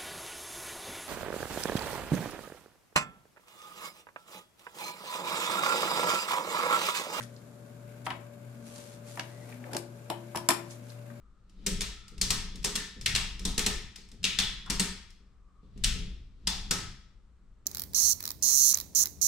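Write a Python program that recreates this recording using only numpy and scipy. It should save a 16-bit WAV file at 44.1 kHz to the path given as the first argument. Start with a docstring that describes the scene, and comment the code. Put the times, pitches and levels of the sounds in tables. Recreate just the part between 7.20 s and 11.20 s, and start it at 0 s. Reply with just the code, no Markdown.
"""Coins meet a wooden table: a gloved hand lays some down in soft plastic sleeves, then slides, tips and
sets down one in a hard capsule. Each contact thuds and knocks in the table top and clacks and clicks in
coin and plastic. In between, wrapping rustles and snaps, and the dragged rim scrapes and faintly sings.
A small room answers, with an appliance humming over its low drone and hiss."""
import sys
import numpy as np
from scipy import signal
from scipy.fft import rfft, irfft, next_fast_len
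from scipy.io import wavfile
from scipy.ndimage import map_coordinates

SR = 44100
rng = np.random.default_rng(int(sys.argv[2]) if len(sys.argv) > 2 else 0)


def transcribe(u):
    """Save the signal u as a 16-bit wav file named by the first command-line argument.

    u: samples, shape (n,) or (channels, n), limited to [-1, 1]; the rate is SR.
    q: integer samples, one column per channel.
    """
    v = np.clip(np.atleast_2d(u).T, -1, 1)
    q = np.round(v * 32767).astype(np.int16)
    wavfile.write(sys.argv[1], SR, q)


N = 176400

# Room tone, the hiss and the low drone. Each row: frequency in Hz, EQ gain in dB.
AIR_EQ = [(410, -28), (700, -4.5), (1170, -0.5), (1590, -2), (1810, -8.5), (2490, -18), (3660, -16),
          (6040, -20.5), (13900, -19), (15000, -48)]
DRONE_EQ = [(20, -33), (40, -29), (60, -7), (85, -14.5), (115, -2), (160, 0.5), (195, 0), (240, 0),
            (300, -6.5), (420, -7), (530, -7.5), (650, -9), (800, -20.5), (1500, -51)]
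# Appliance hum. Each row: pitch in Hz, level in dB, waver in Hz, flutter in dB, pan to the left in dB.
HUM_PARTIALS = [(120, -47, 0.85, 0.96, 2.5), (235.5, -57, 6.155, -4.5, 2.5), (581, -57.5, 2.68, 1, 7)]
# Swells of the hum, used around their means. Each row: time in seconds, lowest and highest partial in dB.
HUM_SWELLS = [(0, -44.5, -56.5), (.25, -51, -63), (.55, -49, -58), (1.02, -46.5, -55), (1.16, -51.5, -59),
              (1.27, -43.5, -57.5), (1.5, -52.5, -55.5), (1.8, -49, -53), (2.25, -45, -58),
              (2.9, -48, -55.5), (4, -45, -56)]
# Stereo image of diffuse sound. Each row: frequency in Hz, left-right correlation (1 is mono).
CORRELATION = [(30, 0.66), (100, 1), (250, 0.9), (600, 0.62), (1500, 0.034), (5000, 0.033), (14000, 0.3)]
# The room's tail. Each row: frequency in Hz, seconds to fall 60 dB.
ROOM_DECAY = [(100, 0.22), (260, 0.62), (700, 0.38), (1840, 0.42), (4850, 0.31), (12800, 0.26)]
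# Placement of the direct sound and of the reverb. Each row: frequency in Hz, pan to the left in dB.
DIRECT_PAN = [(500, 2.5), (1000, 0.2), (2000, 2.9), (3300, -1.5), (4600, 1.8), (6500, -3.5), (9000, 4.5),
              (12000, 2)]
REVERB_PAN = [(4500, 4), (6500, -2.8), (9000, 4.5)]
# The hand brushing the wrapping. Each row: time in seconds, level in dB.
RUSTLE_FADER = [(0, -56.5), (.035, -47), (.06, -66.5), (.4, -69), (.84, -74), (.858, -44), (.88, -68),
                (1.15, -75), (1.42, -68), (1.47, -57), (1.58, -52.5), (1.69, -58), (1.75, -59), (1.82, -74),
                (1.88, -53), (1.97, -56), (2.05, -63.5), (2.32, -61), (2.4, -69), (3.47, -65.5),
                (3.52, -51.5), (3.6, -70), (3.71, -57), (3.78, -71.5)]
# The capsule sliding over the grain. Each row: time in seconds, table rumble in dB, rim scrape in dB.
SLIDE_FADERS = [(.4, -74, -70), (.7, -71, -62.5), (.85, -64, -63), (1.1, -71, -66), (1.9, -66, -64.5),
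                (2.03, -63.5, -60), (2.22, -59, -68), (2.31, -53.5, -55), (2.39, -65, -64),
                (2.47, -48, -58.5), (2.51, -50, -56.5), (2.56, -38, -62), (2.62, -67, -77),
                (2.75, -66, -64)]
# Tone of the wrapping, the rubbed table and the rim. Each row: frequency in Hz, EQ gain in dB.
RUSTLE_EQ = [(500, -2), (1500, -5), (4500, -3), (7000, -2), (10000, -4.5), (12500, -10), (15000, -27)]
RUMBLE_EQ = [(150, -24), (330, 1.5), (480, -2.5), (650, 3.5), (900, -2.5), (1150, -8), (3000, -65)]
SCRAPE_EQ = [(700, -28), (1600, 0), (1850, -12), (2030, -3.5), (2250, -4), (2550, -6.5), (3200, -12),
             (6000, -15)]
# Ticks of buckling plastic. Each row: start in seconds, level in dB, pitch in Hz.
PLASTIC_SNAPS = [(.0087, -43, 1610), (.164, -56, 4400), (1.56, -54.5, 5500), (1.958, -53, 10500),
                 (1.9953, -38.5, 5300), (2.325, -49.5, 2100), (2.441, -47.5, 1840), (2.5665, -35.5, 4900),
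                 (2.9003, -37.5, 3030), (3.508, -49.5, 6140), (3.522, -58, 5900), (3.701, -51.5, 4580),
                 (3.902, -52.5, 1420)]
# Ring of the table top and of the coin in its capsule.
# Each row: pitch in Hz, relative level in dB, seconds to fall 60 dB.
WOOD_MODES = [(268, -1, 0.21), (345.7, 8.5, 0.48), (652, 4, 0.18), (772, 4.5, 0.085), (886, -1.5, 0.15),
              (952, 2.5, 0.12), (1018, 2, 0.14), (1314, -4, 0.13), (1755, 4, 0.19), (2200, 10, 0.2)]
COIN_MODES = [(5400, 2.5, 0.048), (8310, 1, 0.022), (9350, 5, 0.026), (10630, 0, 0.023)]
# Tone of a contact's low, middle and top layers. Each row: frequency in Hz, EQ gain in dB.
THUD_EQ = [(30, -97), (70, -17), (150, -4.5), (250, -0.5), (380, -9), (520, -14), (900, -25), (3000, -60)]
CLACK_EQ = [(300, -15), (1000, 2), (1700, 6), (2300, 6), (3000, 3.5), (4000, -0.5), (5300, 5.5), (6500, -1),
            (14000, -58)]
CLICK_EQ = [(800, -31), (3500, -2), (5200, 0), (6100, -9.5), (7300, 7), (8600, -2), (9400, 0), (10200, 5.5),
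            (11000, -2.5), (12600, 0.5), (15000, -22)]
# Coins meeting the table. Each row: start in seconds, levels of thud, knock, clack and click in dB,
# knock pitch in Hz, high cut of the clack in Hz.
COIN_HITS = [(0.8659, -45, -33.5, -35, -47, 910, 3900), (0.8690, -40.5, -31, -42, -63, 1050, 3220),
             (0.904, -45, -37, -37, -51, 920, 4500), (0.9070, -40, -32, -37, -60, 1030, 3200),
             (1.974, -46, -38, -43.5, -52, 870, 2470), (1.9953, -42, -40.5, -31.5, -47, 780, 3800),
             (2.5329, -39.5, -47, -40, -42.5, 790, 6070), (2.548, -41, -40, -39, -48.5, 810, 7000),
             (2.5665, -40, -42, -37, -34, 795, 8000), (2.9006, -32.5, -28.5, -41.5, -37.5, 700, 4330),
             (2.921, -44, -35.5, -48.5, -62, 696, 3500), (3.148, -44.5, -31.5, -62, -56, 910, 2500),
             (3.156, -40.5, -36, -43, -45, 940, 5930), (3.1595, -33.5, -46, -38, -36, 865, 7000),
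             (3.1725, -47, -32.5, -36.5, -38, 895, 6960), (3.288, -26.5, -20.5, -23.5, -17, 926, 6900),
             (3.303, -43, -39, -26.5, -49, 1090, 3020), (3.3069, -31.5, -28, -32, -28.5, 1030, 5870),
             (3.315, -34.5, -30.5, -34, -41, 850, 6040)]

FLAT_EQ = [(20, 0), (20000, 0)]
SIDES = np.array([[1], [-1]])  # left, right
SHOT = 16384  # samples in a one-shot
T, HZ = np.arange(SHOT) / SR, np.fft.rfftfreq(SHOT, 1 / SR)


def amp(db):
    """Decibels to gain."""
    return 10 ** (np.asarray(db) / 20)


def unit(x):
    """Scale to rms 1."""
    return x / np.sqrt(np.mean(x ** 2) + 1e-20)


def unit_hit(x):
    """Give a one-shot the energy of 6 ms at rms 1."""
    return unit(x) * np.sqrt(.006 / T[-1])


def along(points, hz):
    """Read (Hz, value) points on a log frequency axis."""
    f, v = np.transpose(points)
    return np.interp(np.log(hz + 1), np.log(f + 1), v)


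def band_db(hz, centre_hz, octaves):
    """A flat-topped band, 3 dB down at this many octaves either side."""
    return -10 * np.log10(1 + (np.log2((hz + 1) / centre_hz) / octaves) ** 4)


def high_cut_db(hz, corner_hz, order):
    """A treble roll-off of 6 dB an octave for each order."""
    return -10 * np.log10(1 + (hz / corner_hz) ** (2 * order))


def faders(rows):
    """One curve over the scene for each column after the time."""
    times, *columns = np.transpose(rows)
    return [np.interp(np.arange(N) / SR, times, column) for column in columns]


def wobble(rate):
    """A smooth random curve, rate knots a second."""
    return map_coordinates(rng.standard_normal(int(N * rate / SR) + 4), [np.arange(N) * rate / SR])


def filtered(x, response):
    """Filter x with a gain given as a function of frequency."""
    n = x.shape[-1]
    padded = next_fast_len(n + SR // 5)
    return irfft(rfft(x, padded) * response(np.fft.rfftfreq(padded, 1 / SR)), padded)[..., :n]


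def add(track, start_s, x):
    """Mix x into the track."""
    part = track[:, max(round(start_s * SR), 0):][:, :x.shape[1]]
    part += x[:, :part.shape[1]]


def band_pan(x, pan):
    """Lean a stereo sound left or right, band by band."""
    return filtered(x, lambda hz: amp(SIDES * along(pan, hz)))


def width(hz, corner_hz=1470):
    """Stereo width of the direct sound: mono in the bass, wide above the corner."""
    return hz / np.hypot(hz, corner_hz)


def narrow_noise(shape, centre_hz, octaves):
    """A whistling band of noise at rms 1."""
    return unit(filtered(rng.standard_normal(shape), lambda hz: amp(band_db(hz, centre_hz, octaves))))


def diffuse(eq, size):
    """Coloured stereo noise at rms 1, narrow in the bass and wide in the treble."""
    def mid_side_gains(hz):
        angle = np.arccos(np.clip(along(CORRELATION, hz), -1, 1)) / 2
        return amp(along(eq, hz)) * [np.cos(angle), np.sin(angle)]
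    mid, side = filtered(rng.standard_normal((2, size)), mid_side_gains)
    return unit(mid + SIDES * side)


def room_tone():
    """Steady air: a soft hiss, a low drone leaning left and a thin high whistle."""
    hiss = amp(-64) * diffuse(AIR_EQ, N)
    drone = amp(-55 + 3 * SIDES) * diffuse(DRONE_EQ, N)
    whistle = amp(-76) * narrow_noise((2, N), centre_hz=7200, octaves=.024)
    return hiss + drone + whistle


def appliance_hum():
    """Three partials waver in pitch and flutter in level; the outer two also swell slowly."""
    out = np.zeros((2, N))
    low_db, high_db = faders(HUM_SWELLS)
    swells = (low_db - low_db.mean(), 0, high_db - high_db.mean())
    for (hz, db, waver_hz, flutter_db, left_db), swell_db in zip(HUM_PARTIALS, swells):
        phase = 2 * np.pi * np.cumsum(hz + waver_hz * wobble(9)) / SR
        out += amp(db + swell_db + flutter_db * wobble(7.91) + SIDES * left_db) * np.sin(phase)
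    return out


def in_room(x, tail_db=-9, early_db=-9, early_t60=.11, attack_s=.0033):
    """The direct sound, plus early scatter off nearby things and the small room's tail."""
    hz, t, bands = signal.stft(diffuse(FLAT_EQ, SHOT), SR, nperseg=256)
    decay = amp(-60 * t / along(ROOM_DECAY, hz)[:, None])
    tail = signal.istft(bands * decay, SR, nperseg=256)[1][:, :SHOT]
    early = diffuse(FLAT_EQ, SHOT) * amp(-60 * T / early_t60)
    attack = 1 - np.exp(-T / attack_s)
    impulse = (amp(tail_db) * unit(tail * attack) + amp(early_db) * unit(early * attack)) / np.sqrt(SHOT)
    direct = band_pan(np.pad(x, ((0, 0), (0, SHOT - 1))), DIRECT_PAN)
    return direct + signal.fftconvolve(x, band_pan(impulse, REVERB_PAN), axes=1)


def friction(level_db, eq, grain_db, grains_per_s):
    """Rubbing: a hiss broken into tiny slips, heard in the room."""
    slips = unit(amp(grain_db * wobble(grains_per_s)) * diffuse(FLAT_EQ, N))
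    rubbing = unit(filtered(slips, lambda hz: amp(along(eq, hz))))
    return in_room(amp(level_db) * rubbing)[:, :N]


def wrapping_rustle():
    """The glove brushes the wrapping into a bright, fine-grained crinkle."""
    level_db, = faders(RUSTLE_FADER)
    return friction(level_db, RUSTLE_EQ, grain_db=3.5, grains_per_s=880)


def capsule_slide():
    """The table rumbles under the sliding capsule while its rim scrapes over the grain."""
    rumble_db, scrape_db = faders(SLIDE_FADERS)
    rumble = friction(rumble_db, RUMBLE_EQ, grain_db=2.5, grains_per_s=400)
    scrape = friction(scrape_db, SCRAPE_EQ, grain_db=3, grains_per_s=150)
    return rumble + scrape


def rim_squeak(start_s=2.06, end_s=2.33, level_db=-66, flutter_db=3.5):
    """The dragged rim sings faintly in one narrow resonance, in fits."""
    gate, = faders([(start_s - .03, 0), (start_s, 1), (end_s, 1), (end_s + .02, 0)])
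    tone = narrow_noise(N, centre_hz=1990, octaves=.07)
    squeak = amp(level_db + flutter_db * wobble(40)) * gate * tone
    return in_room(np.tile(squeak, (2, 1)))[:, :N]


def burst(eq_db, t60, strike_db=19, hold_s=.0023):
    """A sharp first touch, then chatter that holds for a moment and dies fast."""
    # Folding the cepstrum makes the EQ minimum phase, so nothing rings ahead of the attack.
    cepstrum = irfft(np.log(amp(eq_db) + 1e-6))
    cepstrum[1:SHOT // 2] *= 2
    cepstrum[SHOT // 2 + 1:] = 0
    chatter = rng.standard_normal((2, SHOT)) * amp(-60 * np.maximum(T - hold_s, 0) / t60)
    chatter[0, 0] += amp(strike_db)
    mid, side = rfft(chatter) * np.exp(rfft(cepstrum))
    return unit_hit(irfft(mid + SIDES * width(HZ) * side))


def ring(modes, drive_db=0, detune=0, scatter_db=2):
    """Damped modes, balanced differently by each strike; detune lets the grip shift their pitch."""
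    hz, db, t60 = np.transpose(modes)[:, :, None]
    hz = hz * (1 + detune * rng.standard_normal(hz.shape))
    db = db + np.reshape(drive_db, (-1, 1)) + scatter_db * rng.standard_normal(hz.shape)
    phase = rng.uniform(0, 2 * np.pi, hz.shape) + width(hz) * rng.standard_normal((2, *hz.shape))
    partials = amp(db - 60 * T / t60) * np.sin(2 * np.pi * hz * T + phase)
    attack = 1 - np.exp(-T * hz)
    return unit_hit(np.sum(partials * attack, axis=1))


def plastic_snaps():
    """The plastic buckles with small ticks, each around its own pitch."""
    out = np.zeros((2, N))
    for start_s, db, hz in PLASTIC_SNAPS:
        add(out, start_s, amp(db) * in_room(burst(band_db(HZ, hz, octaves=.3), t60=.014)))
    return out


def hand_bump(start_s=3.149, hz=86.5, level_db=-37, t60=.15):
    """A soft, dry bass bump as the hand's weight comes down with the capsule."""
    out = np.zeros((2, N))
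    envelope = amp(level_db - 60 * T / t60) * (1 - np.exp(-T * hz))
    add(out, start_s, envelope[None] * np.sin(2 * np.pi * hz * T))
    return out


def struck_wood(drive_db, t60, ring_db=-1):
    """A burst and the table top's ring, both coloured by drive_db, a function of frequency."""
    mode_hz = np.array(WOOD_MODES)[:, 0]
    return burst(drive_db(HZ), t60) + amp(ring_db) * ring(WOOD_MODES, drive_db(mode_hz))


def coin_hits(wood_cut_hz=2840):
    """Each contact thuds and knocks in the wood, and clacks and clicks in the coin and its plastic."""
    out = np.zeros((2, N))
    for start_s, *levels_db, knock_hz, clack_cut_hz in COIN_HITS:
        knock_eq = lambda hz: band_db(hz, knock_hz, octaves=.4) + high_cut_db(hz, wood_cut_hz, order=2)
        thud = struck_wood(lambda hz: along(THUD_EQ, hz), t60=.04)
        knock = struck_wood(knock_eq, t60=.06)
        clack = burst(along(CLACK_EQ, HZ) + high_cut_db(HZ, clack_cut_hz, order=5), t60=.02)
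        click = burst(along(CLICK_EQ, HZ), t60=.009) + amp(-7) * ring(COIN_MODES, detune=.008)
        hit = sum(amp(db) * unit_hit(layer) for db, layer in zip(levels_db, (thud, knock, clack, click)))
        add(out, start_s, in_room(hit))
    return out


def scene(right_lead_s=.00004):
    """The action on the table, reaching the right just before the left, over room tone and hum."""
    table = coin_hits() + hand_bump() + plastic_snaps()
    table += wrapping_rustle() + capsule_slide() + rim_squeak()
    placed = filtered(table, lambda hz: np.exp(-1j * SIDES * np.pi * hz * right_lead_s))
    return placed + room_tone() + appliance_hum()


def record(dry, ceiling=.52, top_hz=14900):
    """A soft clip rounds off the highest peaks, then a steep high cut trims the very top."""
    rounded = dry / (1 + (dry / ceiling) ** 4) ** .25
    return filtered(rounded, lambda hz: amp(high_cut_db(hz, top_hz, order=60)))


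dry = scene()
out = record(dry)
transcribe(out)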